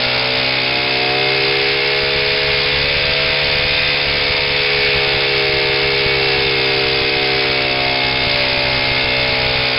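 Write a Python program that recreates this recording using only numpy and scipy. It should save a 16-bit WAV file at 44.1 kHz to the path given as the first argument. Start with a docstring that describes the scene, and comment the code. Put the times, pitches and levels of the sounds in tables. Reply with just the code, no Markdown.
"""A minibike's small four-stroke single is held at high revs while its rear tyre spins on wet concrete.
From the start each firing drives the exhaust note, a puff of gas and a run of valve and piston knocks.
The revs climb for four seconds, and the intake honks as harmonics meet its resonances. From two seconds
on, stray charges pop loudly in the pipe; they keep popping as the revs sag to the end. A small camera
close by takes it all in through a narrow, slightly hissy channel."""
import sys
import numpy as np
from scipy import signal
from scipy.fft import rfft, irfft, next_fast_len
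from scipy.io import wavfile
from scipy.ndimage import uniform_filter1d

SR = 44100
rng = np.random.default_rng(int(sys.argv[2]) if len(sys.argv) > 2 else 0)


def master_out(mix):
    """Clip the mix to full scale and print it as 16-bit PCM to the path in sys.argv[1]."""
    frames = np.transpose(np.atleast_2d(mix))
    ceiling = np.clip(frames, -1, 1)
    pcm = np.round(ceiling * 32767).astype(np.int16)
    wavfile.write(sys.argv[1], SR, pcm)


N = 431298
TIME = np.arange(N) / SR
CRUISE_HZ = 67  # middle of the range of firing rates


def undb(db):
    """Decibels to amplitude ratio."""
    return 10 ** (np.asarray(db) / 20)


def unit(x):
    """Normalisation to rms 1."""
    return x / np.sqrt(np.mean(x ** 2))


def walk(rate_hz):
    """Low-pass random fluctuation: held values, smoothed twice; spread near 1."""
    hold = int(SR / rate_hz)
    steps = np.repeat(rng.standard_normal(N // hold + 1), hold)
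    return 1.3 * uniform_filter1d(uniform_filter1d(steps, hold), hold)[:N]


def colour(x, spectrum):
    """Spectral shaping through (frequency_hz, gain_db) points; rms 1."""
    hz, db = np.transpose(spectrum)
    size = next_fast_len(N)
    bins_hz = np.arange(size // 2 + 1) * SR / size
    gain = undb(np.interp(np.log(bins_hz + 1), np.log(hz), db))
    return unit(irfft(rfft(x, size) * gain, size)[:N])


def ring(x, modes):
    """Modal superposition: damped resonances, neighbours in opposite sign; rms 1."""
    return unit(sum((-1) ** k * undb(db) * signal.lfilter(*signal.iirpeak(hz, hz / width, fs=SR), x)
                    for k, (hz, width, db) in enumerate(modes)))


def response(hz, modes):
    """Magnitude response of steep-sided resonances, summed in power."""
    return np.sqrt(sum((undb(db) / (1 + ((hz - f) / width) ** 4)) ** 2 for f, width, db in modes))


def clicks(times, sizes):
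    """Impulse train; linear interpolation shares each impulse between two samples."""
    at = np.clip(times * SR, 0, N)
    i = at.astype(int)
    before = np.bincount(i, sizes * (1 - at + i), N + 2)
    after = np.bincount(i + 1, sizes * (at - i), N + 2)
    return (before + after)[:N]


# Spectrum of the wet tyre: frequency_hz, gain_db
TYRE_SPECTRUM = [(30, -12), (150, -8), (400, -11), (800, -6), (1200, -3), (1800, -0.5), (2450, 2.5),
                 (2950, 2.5), (3550, -2), (4000, 1.5), (4700, -1), (5300, -2.5)]


def tyre(grain_db=0.7, wander_db=0.8):
    """Friction noise: rubber scrubs over wet grit in a dense, grainy hiss."""
    noise = rng.standard_normal(N)
    roughness = undb(-grain_db * walk(900) + wander_db * walk(12))
    return colour(noise * roughness, TYRE_SPECTRUM)


# Crack of the opening valve and its reflections in the silencer: delay_s, relative_pressure
VALVE_CRACKS = [(.0002, 1), (.0023, -.9), (.0036, .9), (.0046, -.9), (.0065, .6), (.0093, -.45)]
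# Spectrum of the exhaust gas: frequency_hz, gain_db
JET_SPECTRUM = [(150, -1), (400, 6), (800, 6), (1200, -10.5), (1700, -21.5), (2500, 4.5), (2900, -1.5),
                (3450, 7), (4100, 9.5), (4750, -9), (5300, 4.5)]
# Modes of the silencer's thin steel: frequency_hz, bandwidth_hz, gain_db
SILENCER_MODES = [(3316, 48, 3.5), (3605, 100, 2), (4330, 66, 1), (4606, 107, 5.5), (4843, 74, 6.5),
                  (5100, 310, -1.5)]


def exhaust_gas(cycles, firings, open_share=0.05, fade_share=0.35, steel_db=-5, crack_db=-5):
    """Jet noise: once a cycle the valve cracks open and a puff of gas dies away; both ring the steel."""
    age = cycles % 1
    puff = unit((1 - np.exp(-age / open_share)) * np.exp(-.5 * (age / fade_share) ** 2))
    crack = 0
    for delay_s, pressure in VALVE_CRACKS:
        drift_s = .00002 * np.interp(firings, TIME, walk(3))  # the speed of sound varies in hot gas
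        crack += clicks(firings + delay_s + drift_s, pressure)
    tailpipe = signal.butter(4, 1000, "high", fs=SR, output="sos")  # narrow: passes only the sharp edge
    crack = undb(crack_db) * unit(signal.sosfilt(tailpipe, crack))
    jet, shell = puff * rng.standard_normal((2, N)) + crack
    return colour(jet, JET_SPECTRUM) + undb(steel_db) * ring(shell, SILENCER_MODES)


# Knocks after the exhaust valve opens: delay_cycles, level_db
CYCLE_KNOCKS = [(.01, 6), (.135, 0), (0.291, 3), (.37, -2.5), (0.689, 2), (.83, 0.5)]
# Modes of crankcase, fins and chain guard: frequency_hz, bandwidth_hz, gain_db
CASING_MODES = [(1611, 133, -10), (1715, 117, -6), (2033, 173, -4.5), (2142, 68, 2.5), (2250, 46, 2),
                (2419, 116, -1), (2596, 148, -3.5), (2695, 11.7, 3), (2730, 210, -12), (3626, 49, -2)]
# Brief swells of the metallic ring: peak_s, half_length_s, gain_db
RING_SWELLS = [(3.81, 0.12, 2), (4.88, 0.17, 2), (6.127, 0.044, 3), (9.3, 0.33, 1.5)]


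def clatter(firings, periods, scatter_db=0.7, jitter_s=2e-5, drift_s=5e-5, rattle_db=-8, rattle_s=.0018):
    """Impact excitation: valve gear and piston ring the casing; each knock trails a short rattle."""
    blows = 0
    for share, db in CYCLE_KNOCKS:
        late, size = rng.standard_normal((len(firings), 2)).T
        play_s = drift_s * np.interp(firings, TIME, walk(3))  # the parts drift within their clearance
        strikes = firings + share * periods + play_s + jitter_s * late
        blows += clicks(strikes, undb(db + scatter_db * size))
    decay = signal.lfilter([1], [1, -np.exp(-1 / (rattle_s * SR))], blows)
    rattle = decay * rng.standard_normal(N)
    swell_db = sum(db * np.exp(-((TIME - s) / length) ** 2) for s, length, db in RING_SWELLS)
    return undb(swell_db) * ring(unit(blows) + undb(rattle_db) * unit(rattle), CASING_MODES)


# Typical strength of the small misfires: time_s, relative_level_db
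SMALL_POPS = [(0, -35), (1.7, -44), (2.3, -28.5), (3.7, -27), (4.8, -29.5), (5.9, -29), (6.8, -31.5),
              (7.7, -31.5), (8.7, -28), (9.78, -26)]
# Loud pops, each moved to the nearest firing: start_s, relative_level_db
LOUD_POPS = [(2.027, -23), (2.723, -25.5), (2.962, -23.5), (3.185, -31.5), (3.716, -23.5), (3.924, -38),
             (4.302, -23), (4.956, -22), (6.06, -19), (7.015, -24.5), (8.264, -19), (8.465, -27),
             (8.916, -21), (9.463, -22.5)]
# Pressure wave of a pop, out of the pipe and back: delay_s, width_s, relative_pressure
POP_PULSES = [(.0016, 0.0013, -1.13), (.0034, 0.00017, -0.7), (.0076, .0013, 0.27)]


def afterfire(firings, spread_db=3, ceiling_db=-24, chance=0.55, late_s=0.00152, crack_db=-11):
    """Impulsive combustion: unburnt charges go off in the pipe, each a thump with a short crack."""
    small_db = np.interp(firings, *np.transpose(SMALL_POPS))
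    sizes = undb(np.minimum(small_db + spread_db * rng.standard_normal(len(firings)), ceiling_db))
    sizes *= rng.random(len(firings)) < chance
    for start_s, db in LOUD_POPS:
        sizes[np.argmin(abs(firings - start_s))] = undb(db)
    t = TIME[:SR // 50]
    wave = sum(pressure * np.exp(-.5 * ((t - delay) / width) ** 2)
               for delay, width, pressure in POP_PULSES)
    ignitions = firings + late_s * rng.exponential(size=len(firings))
    thumps = signal.fftconvolve(clicks(ignitions, sizes), wave)[:N]
    crack = colour(rng.standard_normal(N), [(300, 7), (900, -12), (5000, -51)])
    return thumps * (1 + undb(crack_db) * crack)


# Standing waves of the exhaust pipe: frequency_hz, half_width_hz, gain_db
PIPE_MODES = [(120.4, 33, -33), (255.4, 15.7, -33.5), (288.6, 8.7, -40), (504.4, 34, -33.5),
              (578, 32, -30.5), (631.5, 26, -30), (734, 30, -31), (818, 35, -34.5), (908, 41, -37),
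              (1310, 15, -59), (1464, 31, -41.5)]
# Resonances of the air box and inlet: frequency_hz, half_width_hz, gain_db
AIRBOX_MODES = [(336.5, 13.1, -33.5), (409.6, 17.54, -23.5), (444, 6, -30.5), (482, 27.3, -26.5)]


def engine_note(hz, cycles, boom_waver_db=1, honk_waver_db=1, growl_waver_db=2.5, harmonics=23):
    """Forced resonance: each harmonic of the firing rate swells as it crosses a pipe or air box mode."""
    exhaust_at, intake_at, dispersion = .4, .84, .1082  # shares of a cycle
    even_db, growl_db_per_hz = -4, -0.47
    rates = np.linspace(hz.min(), hz.max(), 200)
    note = 0
    for k in range(1, harmonics + 1):
        if k <= 4:  # boom: the exhaust pulse itself
            modes, lag, db = PIPE_MODES, exhaust_at * k, boom_waver_db * walk(6.3)
        elif k <= 7:  # honk: in phase on the intake stroke, so it throbs once a cycle
            modes, lag, db = AIRBOX_MODES, intake_at * k, honk_waver_db * walk(7)
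        else:  # growl: the baffles spread it over the cycle and weaken its even harmonics
            modes, lag = PIPE_MODES, exhaust_at * k + dispersion * (k - 11) ** 2 / 2
            db = growl_waver_db * walk(7) + even_db * (k % 2 == 0)
            db += growl_db_per_hz * (hz - CRUISE_HZ)  # harder as the engine is dragged down
        leak = undb(-52.5 + 2 * np.log2(k))  # floor between the modes, rising 2 dB per octave
        resonance = np.interp(hz, rates, np.hypot(response(k * rates, modes), leak))
        note += undb(db) * resonance * np.sqrt(2) * np.cos(2 * np.pi * (k * cycles - lag))
    return note


# Engine speed, set by the throttle and the slip of the tyre: time_s, firing_rate_hz
FIRING_RATE = [(0.0, 62.6), (0.24, 63.1), (0.43, 64.2), (1.01, 65.5), (1.22, 66.8), (1.93, 69.4),
               (2.34, 70.5), (2.56, 70.3), (2.8, 71.4), (3.13, 71.7), (3.49, 71.4), (3.84, 72.1),
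               (5.56, 68.5), (5.86, 68.8), (6.04, 68.3), (6.21, 67.3), (6.37, 67.5), (6.65, 66.7),
               (7.3, 66.7), (7.71, 65.3), (8.33, 64.6), (8.8, 64.5), (9.64, 63.4), (9.78, 63.6)]


def scene():
    """Superposition: one crank times note, knocks, gas and pops over the hiss of the tyre."""
    hz = np.interp(TIME, *np.transpose(FIRING_RATE))
    cycles = np.cumsum(hz) / SR
    firings = np.interp(np.arange(1, int(cycles[-1]) + 1), cycles, TIME)
    periods = 1 / np.interp(firings, TIME, hz)
    excess_hz = hz - CRUISE_HZ  # tyre and clatter grow with speed; the gas, as the engine labours
    out = undb(-16.5 + 0.21 * excess_hz) * tyre()
    out += undb(-19 - 0.1 * excess_hz) * exhaust_gas(cycles, firings)
    out += undb(-20.5 + 0.25 * excess_hz) * clatter(firings, periods)
    out += undb(5) * afterfire(firings)
    out += engine_note(hz, cycles)
    return out[None]


def record(dry, channel_hz=5240, saturation=.52, hiss_db=-54, hiss_top_hz=15700):
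    """Band limiting and saturation: the camera rounds the peaks; its faint hiss follows the amplitude."""
    sound = signal.sosfilt(signal.ellip(9, .3, 70, channel_hz, fs=SR, output="sos"), dry)
    sound = sound / (1 + (sound / saturation) ** 4) ** .25
    band_edge = signal.firwin(401, channel_hz + 120, window="blackman", fs=SR)
    sound = signal.fftconvolve(sound, band_edge[None], "same")
    hiss = undb(hiss_db) * unit(abs(sound) * rng.standard_normal(N))
    return signal.sosfilt(signal.ellip(10, .2, 70, hiss_top_hz, fs=SR, output="sos"), sound + hiss)


dry = scene()
out = record(dry)
master_out(out)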